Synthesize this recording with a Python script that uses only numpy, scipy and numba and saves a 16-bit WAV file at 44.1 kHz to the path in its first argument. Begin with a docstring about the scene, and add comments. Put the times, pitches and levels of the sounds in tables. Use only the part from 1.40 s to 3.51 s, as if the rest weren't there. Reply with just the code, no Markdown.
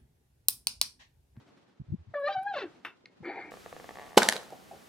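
"""Squealing door hinge

A door swings open near a hand-held camera in a carpeted room. Its hinge sticks and slips: summed harmonics
squeal, jump up a step and slide down into a rasp of fluttering harmonics and random clicks through resonators.
A lone crack and a later rough groan are random clicks ringing resonances; short noise bursts in single bands
give the squeal's onset, a faint high whistle and small ticks. Soft puffs of air on the microphones are low
swelling sines; filtered noise lies under everything as a quiet room tone."""
import sys
import numpy as np
from scipy import signal
from scipy.fft import rfft, irfft
from scipy.io import wavfile
from scipy.ndimage import uniform_filter1d
from numba import njit

SR = 44100
rng = np.random.default_rng(int(sys.argv[2]) if len(sys.argv) > 2 else 0)


def how_loud(loudness_db):
    """Turn decibels into a plain amplitude multiplier (0 dB gives 1, 20 dB gives 10)."""
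    steps = np.asarray(loudness_db, float) / 20
    return 10 ** steps


def store_wav(level_fs):
    """Save 16-bit WAV to argv[1]."""
    pcm = np.round(np.clip(np.atleast_2d(level_fs), -1, 1) * 32767)
    wavfile.write(sys.argv[1], SR, pcm.T.astype(np.int16))


N = 92962
t = np.arange(N) / SR


def unit(x):
    """Normalisation: scale a signal to rms 1."""
    return x / np.sqrt(np.mean(x ** 2))


def along(rows, column=1):
    """Linear interpolation: one column of a time table at every sample, its ends held."""
    rows = np.array(rows, float)
    return np.interp(t, rows[:, 0], rows[:, column])


def tint_db(table, hz):
    """Spectral envelope: level of a (hz, level_db) table, interpolated on a log frequency axis."""
    table = np.array(table, float)
    return np.interp(np.log(np.maximum(hz, 1)), np.log(table[:, 0]), table[:, 1])


def colour(x, table):
    """Linear filtering: multiply the spectrum by a (hz, level_db) envelope."""
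    hz = np.arange(N // 2 + 1) * SR / N
    return irfft(rfft(x) * how_loud(tint_db(table, hz)), N)


def late(x, lag_s):
    """Propagation delay: a phase shift proportional to frequency."""
    hz = np.arange(N // 2 + 1) * SR / N
    return irfft(rfft(x) * np.exp(-2j * np.pi * hz * lag_s), N)


def ring(x, hz, width_hz):
    """Simple resonance: one damped mode driven by x."""
    return signal.lfilter(*signal.iirpeak(hz, hz / width_hz, SR), x)


def walk(rate_hz):
    """Slow random modulation: white noise averaged twice over 1 / rate_hz, rms 1."""
    length = int(SR / rate_hz)
    return unit(uniform_filter1d(uniform_filter1d(rng.standard_normal(N), length), length))


def slips(rate_hz, spread_db):
    """Random impulse train: clicks of chance timing, size and sign, rate_hz on average, rms 1."""
    chance = rng.random((2, N))
    size = how_loud(spread_db * rng.standard_normal(N))
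    return unit((chance[0] < rate_hz / SR) * size * np.sign(chance[1] - 0.5))


def gate(rows, fade_s=0.0011):
    """Time window: 1 inside a table's time span, with short linear fades."""
    return np.clip(np.minimum(t - rows[0][0], rows[-1][0] - t) / fade_s, 0, 1)


def burst(start_s, level_db, t60_s):
    """Exponential decay: a sudden start, then a fall of 60 dB in t60_s."""
    age = np.maximum(t - start_s, 0)
    return how_loud(level_db - 60 * age / t60_s) * np.clip(age / 0.0015, 0, 1)


def body(x, peaks, patchy_db=0, patchy_hz=50):
    """Modal superposition: parallel resonances, each swaying on its own by patchy_db; rms 1."""
    total = 0
    for k, (hz, width_hz, level_db) in enumerate(peaks):
        mode = unit(ring(ring(x, hz, width_hz), hz, width_hz))  # twice, for steep flanks
        gain = how_loud(level_db + patchy_db * walk(patchy_hz)) * np.sqrt(width_hz)
        total = total + (-1) ** k * gain * mode
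    return unit(total)


# spectral density of the room tone's sum (mid) and difference (side) of channels, relative:
# hz [Hz], level_db [dB per Hz]
TONE_MID = [(15, -59.5), (30, -23.5), (110, 0.5), (250, 3), (500, -4.5), (1000, -8), (2000, -13.5),
            (4000, -19), (6000, -25), (11000, -38), (14000, -44.5)]
TONE_SIDE = [(15, -77), (30, -28.5), (340, 0.5), (570, -9), (1300, -13), (2100, -18), (4000, -20.5),
             (6000, -27.5), (9000, -35.5), (14000, -46.5)]
# course of the mid rms, before the flicker: start_s [s], level_db [dB]
TONE_LEVEL = [(0, -62.5), (.15, -64.5), (.3, -67.5), (.38, -72), (.7, -68.5), (1.35, -61.5), (1.6, -68),
              (2.11, -59.5)]


def room_tone():
    """Diffuse noise: coloured, partly decorrelated between the channels, flickering a little in level."""
    side_db = -2.5  # relative to mid
    mid = unit(colour(rng.standard_normal(N), TONE_MID)) * how_loud(2 * walk(44))
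    side = unit(colour(rng.standard_normal(N), TONE_SIDE)) * how_loud(2 * walk(44))
    return how_loud(along(TONE_LEVEL)) * (mid + how_loud(side_db) * side * np.array([[1], [-1]]))


# soft puffs of air on the microphones, before sway and band filter:
# start_s [s], length_s [s], level_db [dB, nominal peak], pitch_hz [Hz], pan_db [dB, left minus right]
PUFFS = [(0.396, 0.014, -35.5, 131.5, -5), (0.41, .011, -34.5, 134, -1.5), (0.426, 0.022, -57, 110, -5),
         (0.465, 0.024, -53.5, 102, -2), (0.482, 0.012, -40, 95, 8), (0.497, 0.014, -38, 120, -9.5),
         (0.517, 0.016, -25, 121, 7), (0.532, 0.019, -28, 178, 4), (0.528, 0.0099, -35, 322, 2.5),
         (0.547, 0.02, -44.5, 137, 8), (0.576, 0.055, -45.5, 82.6, -2), (0.666, 0.033, -46, 107.5, 6.5),
         (0.698, 0.03, -52.5, 112.6, -3.5), (0.968, 0.019, -47, 133.8, -7), (1.801, 0.014, -45.5, 189, 4),
         (1.817, 0.015, -45, 146, 0)]


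def puffs():
    """Amplitude and frequency modulation: short uneven low wobbles, panned singly, earlier on the right."""
    pitch_sway, harmonic_db, left_lag_s = 0.05, -13.5, 0.00086
    out, sway, shake = 0, walk(160), how_loud(1.1 * walk(110))
    for start_s, length_s, level_db, pitch_hz, pan_db in PUFFS:
        phase = 2 * np.pi * np.cumsum(pitch_hz * (1 + pitch_sway * sway) * (t > start_s)) / SR
        swell = np.sin(np.pi * np.clip((t - start_s) / length_s, 0, 1)) ** 0.78
        harmonic = how_loud(harmonic_db) * swell ** 2 * np.cos(2 * phase)
        wobble = -swell * shake * (np.sin(phase) + harmonic)
        out = out + how_loud(level_db + np.array([[pan_db], [-pan_db]]) / 2) * wobble
    out = signal.sosfilt(signal.butter(2, [38, 400], "band", fs=SR, output="sos"), out)
    return np.array([late(out[0], left_lag_s), out[1]])


# the groan's rms in the door's low, middle and high resonances:
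# start_s [s], low_db [dB], middle_db [dB], high_db [dB]
GROAN = [(1.828, -51, -69, -91), (1.844, -44.5, -44.5, -99), (1.854, -44, -44.5, -63),
         (1.896, -37.5, -45.5, -55.5), (1.92, -47.5, -46, -67), (1.978, -40.5, -46.5, -66),
         (1.992, -42, -45, -64), (2.028, -51.5, -46, -66.5), (2.1, -47.5, -56.5, -97),
         (2.108, -50, -55.5, -89)]
# the door's resonances, a low, a middle and a high group, each ringing twice in series:
# pitch_hz [Hz], width_hz [Hz, of one pass], level_db [dB, relative density]
DOOR = [
    [(342.6, 107, 3), (500, 120, -11), (784, 198, -2.5), (979, 49, -9.5)],
    [(1336, 640, -10.5), (1850, 410, -8.5), (2114, 93, 0), (2296, 177, 1)],
    [(3000, 350, -4), (3480, 110, 2.5), (3880, 200, 2.5), (4426, 240, 5.5), (4750, 140, -7)],
]


def groan():
    """Forced vibration: dense irregular slips ring the door's resonances."""
    grit = slips(1900, 1)
    out = 0
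    for k, peaks in enumerate(DOOR):
        out = out + body(grit, peaks, 2.3, 30) * how_loud(along(GROAN, k + 1))
    return out * (t > GROAN[0][0])


# short noise bursts: the squeal's onset, a faint high whistle, small ticks (one of several bands);
# each band rings twice in series:
# start_s [s], level_db [dB, rms at onset before halving], pitch_hz [Hz], width_hz [Hz, of one pass], t60_s [s]
NOISE_BURSTS = [(0.739, -42, 1350, 587, 0.097), (0.794, -65, 10550, 2000, 0.27),
                (1.031, -40.5, 11200, 2206, .016), (1.638, -52, 350, 245, 0.087),
                (1.6561, -29, 2240, 486, 0.01), (1.6567, -38, 4330, 890, 0.014),
                (1.659, -40.5, 1700, 296, 0.022), (1.697, -52, 350, 250, 0.11)]


def noise_bursts():
    """Band-limited noise: each burst is noise through one resonance, starting suddenly and decaying."""
    out = 0
    for start_s, level_db, pitch_hz, width_hz, t60_s in NOISE_BURSTS:
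        band = body(rng.standard_normal(N), [(pitch_hz, width_hz, 0)])
        out = out + burst(start_s, level_db, t60_s) * band / 2
    return out


# the loud crack: start_s [s], level_db [dB, before the wood and the first blow], t60_s [s]
CRACK = (1.448, -31, 0.16)
# the wood's resonances under crack and scrape, each ringing twice in series:
# pitch_hz [Hz], width_hz [Hz, of one pass], level_db [dB, relative density]
WOOD = [(350, 176, -4), (987, 670, -2.5), (1487, 200, 0.5), (1860, 620, -1.5), (2286, 150, -4.5),
        (2660, 220, 4.5), (3115, 350, -16), (3574, 140, -3), (5260, 1800, -27.5), (8260, 1100, -31),
        (11420, 1200, -24), (13200, 1600, -34)]


def crack():
    """Impulsive excitation: a decaying rattle of clicks rings the wood's modes."""
    first_blow = 1 + 1.5 * burst(CRACK[0], 0, 0.03)  # stands out of the rattle
    return first_blow * burst(*CRACK) * body(slips(3100, 2), WOOD) / 2


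# the two rasps while the pin slides, before the offsets in scrape() and squeal():
# start_s [s], level_db [dB]
RASP = [
    [(0.86, -59), (0.88, -37), (0.895, -44), (0.925, -45), (0.96, -56.5)],
    [(1.12, -59), (1.134, -49), (1.141, -44), (1.18, -36), (1.21, -38.5), (1.228, -39.5), (1.25, -53),
     (1.3, -84)],
]


def scrape():
    """Sliding friction: uneven slips ring the wood while the pin slides."""
    offset_db = -9
    grit = body(slips(900, 2.4), WOOD[:9], 3, 90)
    return sum(gate(rows, 0.0076) * how_loud(along(rows) + offset_db) for rows in RASP) * grit


def slip_phase(rows):
    """Frequency integration: phase of the stick-slip cycle, its rate shaking by 0.5 % rms."""
    return 2 * np.pi * np.cumsum(along(rows) * (1 + 0.005 * walk(150))) / SR


def overtones(rows, phase, table, sway, numbers):
    """Fourier synthesis: multiples of the slip rate under an envelope, each swaying on its own."""
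    gains = [how_loud(tint_db(table, k * along(rows))) for k in numbers]
    total = 0
    for k, gain in zip(numbers, gains):
        total = total + gain * sway() * np.sin(k * phase + 2 * np.pi * rng.random())
    return total / np.sqrt(sum(gain ** 2 for gain in gains))  # rms about 0.7


# squeal at the low, then the high grip of the hinge pin: start_s [s], pitch_hz [Hz, slip rate],
# level_db [dB, fundamental], low_db [dB, low overtones], high_db [dB, high overtones]
SQUEAL_LOW = [(0.736, 723, -61.5, -64.5, -84.5), (0.741, 643.3, -34, -49, -71),
              (0.747, 576.4, -42.5, -42.5, -57), (0.758, 580, -30.5, -43.5, -54.5),
              (0.78, 571, -36, -41, -60), (0.797, 571, -36, -42.5, -70.5), (0.83, 560.3, -33, -48, -62),
              (0.845, 566.2, -28, -44, -48), (0.865, 581.3, -32, -41.5, -37.5),
              (0.877, 606.2, -33, -29, -48.5), (0.887, 600.5, -59, -29, -47),
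              (0.893, 602.6, -37.5, -57, -63.5), (0.923, 601, -43, -59.5, -70),
              (0.94, 595, -53, -62.5, -71.5)]
SQUEAL_HIGH = [(0.882, 760, -45.5, -55, -58.5), (0.892, 785.6, -29.5, -48, -45.5),
               (0.922, 784, -39, -57.5, -40), (0.944, 784.8, -53, -43.5, -37.5),
               (0.954, 785.3, -31, -47.5, -48.5), (0.968, 750, -27.5, -39.5, -50.5),
               (0.982, 758.2, -34.5, -51.5, -52), (0.99, 753.8, -33, -38, -51.5),
               (1.014, 771.3, -35, -57, -64), (1.046, 794.3, -44, -68, -58), (1.068, 812, -31, -44, -55),
               (1.086, 824.3, -37.5, -46, -43.5), (1.1, 819.5, -34, -48, -52),
               (1.118, 786.4, -35, -47, -57.5), (1.135, 774, -44, -55, -54),
               (1.142, 730.6, -31.5, -37.5, -51), (1.149, 719, -46.5, -38, -45),
               (1.154, 687, -32, -59, -63), (1.161, 603, -40, -63, -54), (1.166, 576.4, -34, -44.5, -43.5),
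               (1.188, 531.6, -40.5, -57.5, -37), (1.212, 473, -59.5, -58.5, -50),
               (1.22, 433.6, -42, -41.5, -64), (1.229, 405, -35.5, -52, -68),
               (1.235, 390.4, -46, -48, -84.5), (1.242, 350.7, -34.5, -43.5, -65.5),
               (1.251, 344.4, -43.5, -54.5, -69), (1.256, 347, -36, -59, -73),
               (1.262, 324, -41, -57.5, -74), (1.273, 309, -51.5, -59, -76), (1.281, 310, -69, -69, -92)]
# relative colour of the clean overtones and of the rasp: hz [Hz], level_db [dB]
HINGE_COLOUR = [(700, 8.5), (1200, 12), (1750, 14.5), (2400, 0.5), (3200, -2), (4200, 0.5), (5200, -18),
                (6500, -36.5), (13000, -53)]
RASP_COLOUR = [(250, 13), (400, 4.5), (1100, 2), (1550, 1.5), (2150, -5), (2650, -3.5), (3100, -6),
               (3550, -4.5), (4300, -8), (6000, -22), (7800, -40.5), (14000, -49)]


def squeal(rows, rasp):
    """Stick-slip oscillation: fundamental, clean overtones, and fluttering ones while the pin slides."""
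    split_hz, rasp_offset_db, rasp_jitter = 2000, -4, 0.028
    phase = slip_phase(rows)
    over = overtones(rows, phase, HINGE_COLOUR, lambda: how_loud(5 * walk(70)), range(2, 18))
    low = signal.sosfiltfilt(signal.butter(2, split_hz, "low", fs=SR, output="sos"), over)
    high = signal.sosfiltfilt(signal.butter(2, split_hz, "high", fs=SR, output="sos"), over)
    clean = how_loud(along(rows, 2)) * np.sin(phase)
    clean = clean + how_loud(along(rows, 3)) * low + how_loud(along(rows, 4)) * high
    shaken = phase + 2 * np.pi * np.cumsum(along(rows) * rasp_jitter * walk(120)) / SR
    rough = overtones(rows, shaken, RASP_COLOUR, lambda: walk(220), range(1, 24))
    rough = signal.sosfilt(signal.butter(2, 260, "high", fs=SR, output="sos"), rough)
    rough = gate(rasp, 0.012) * how_loud(along(rasp) + rasp_offset_db) * rough
    return np.sqrt(2) * (gate(rows) * clean + rough)


@njit
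def walls(x, lags, gain, damp):
    """Feedback delay network: eight delay lines feed each other, duller on every round."""
    line, soft, out = np.zeros((8, 4096)), np.zeros(8), np.zeros((2, len(x)))
    for i in range(len(x)):
        total = 0.
        for k in range(8):
            soft[k] += (1 - damp) * (gain[k] * line[k, (i - lags[k]) & 4095] - soft[k])
            total += soft[k]
            out[k % 2, i] += soft[k]
        for k in range(8):
            line[k, i & 4095] = x[i] + soft[k] - total / 4  # lossless mixing of the lines
    return out


def reverberate(door):
    """Reverberation: the door off the walls, its channels differing mainly in the treble."""
    t60_s, damp = 0.23, 0.63  # t60 of the lowest tones; higher ones die sooner
    lags = np.array([331, 457, 601, 743, 887, 1049, 1213, 1399])  # samples
    echo = walls(door + 1e-18, lags, how_loud(-60 * lags / SR / t60_s), damp)
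    # close microphones hear the bass alike
    side = signal.lfilter(*signal.butter(1, 2500, "high", fs=SR), echo[0] - echo[1]) * how_loud(-1)
    return (echo[0] + echo[1] + side * np.array([[1], [-1]])) / 2


def scene():
    """Superposition: door direct and off the walls, puffs, room tone; direct sound is later on the right."""
    pan_db, right_lag_s, echo_db = 1.5, 0.000036, -12.5  # left up and right down by pan_db / 2
    door = squeal(SQUEAL_LOW, RASP[0]) + squeal(SQUEAL_HIGH, RASP[1])
    door = door + scrape() + groan() + crack() + noise_bursts()
    direct = np.array([door, late(door, right_lag_s)]) * how_loud(np.array([[pan_db], [-pan_db]]))
    direct = direct / how_loud(np.array([[pan_db], [-pan_db]]) / 2)
    return direct + how_loud(echo_db) * reverberate(door) + puffs() + room_tone()


def roll_off(x):
    """The treble ends steeply here."""
    return signal.sosfilt(signal.butter(12, 14200, fs=SR, output="sos"), x)


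def record(dry):
    """Signal chain: the finished mix passes to the camera's output."""
    return roll_off(dry)


dry = scene()
out = record(dry)
store_wav(out)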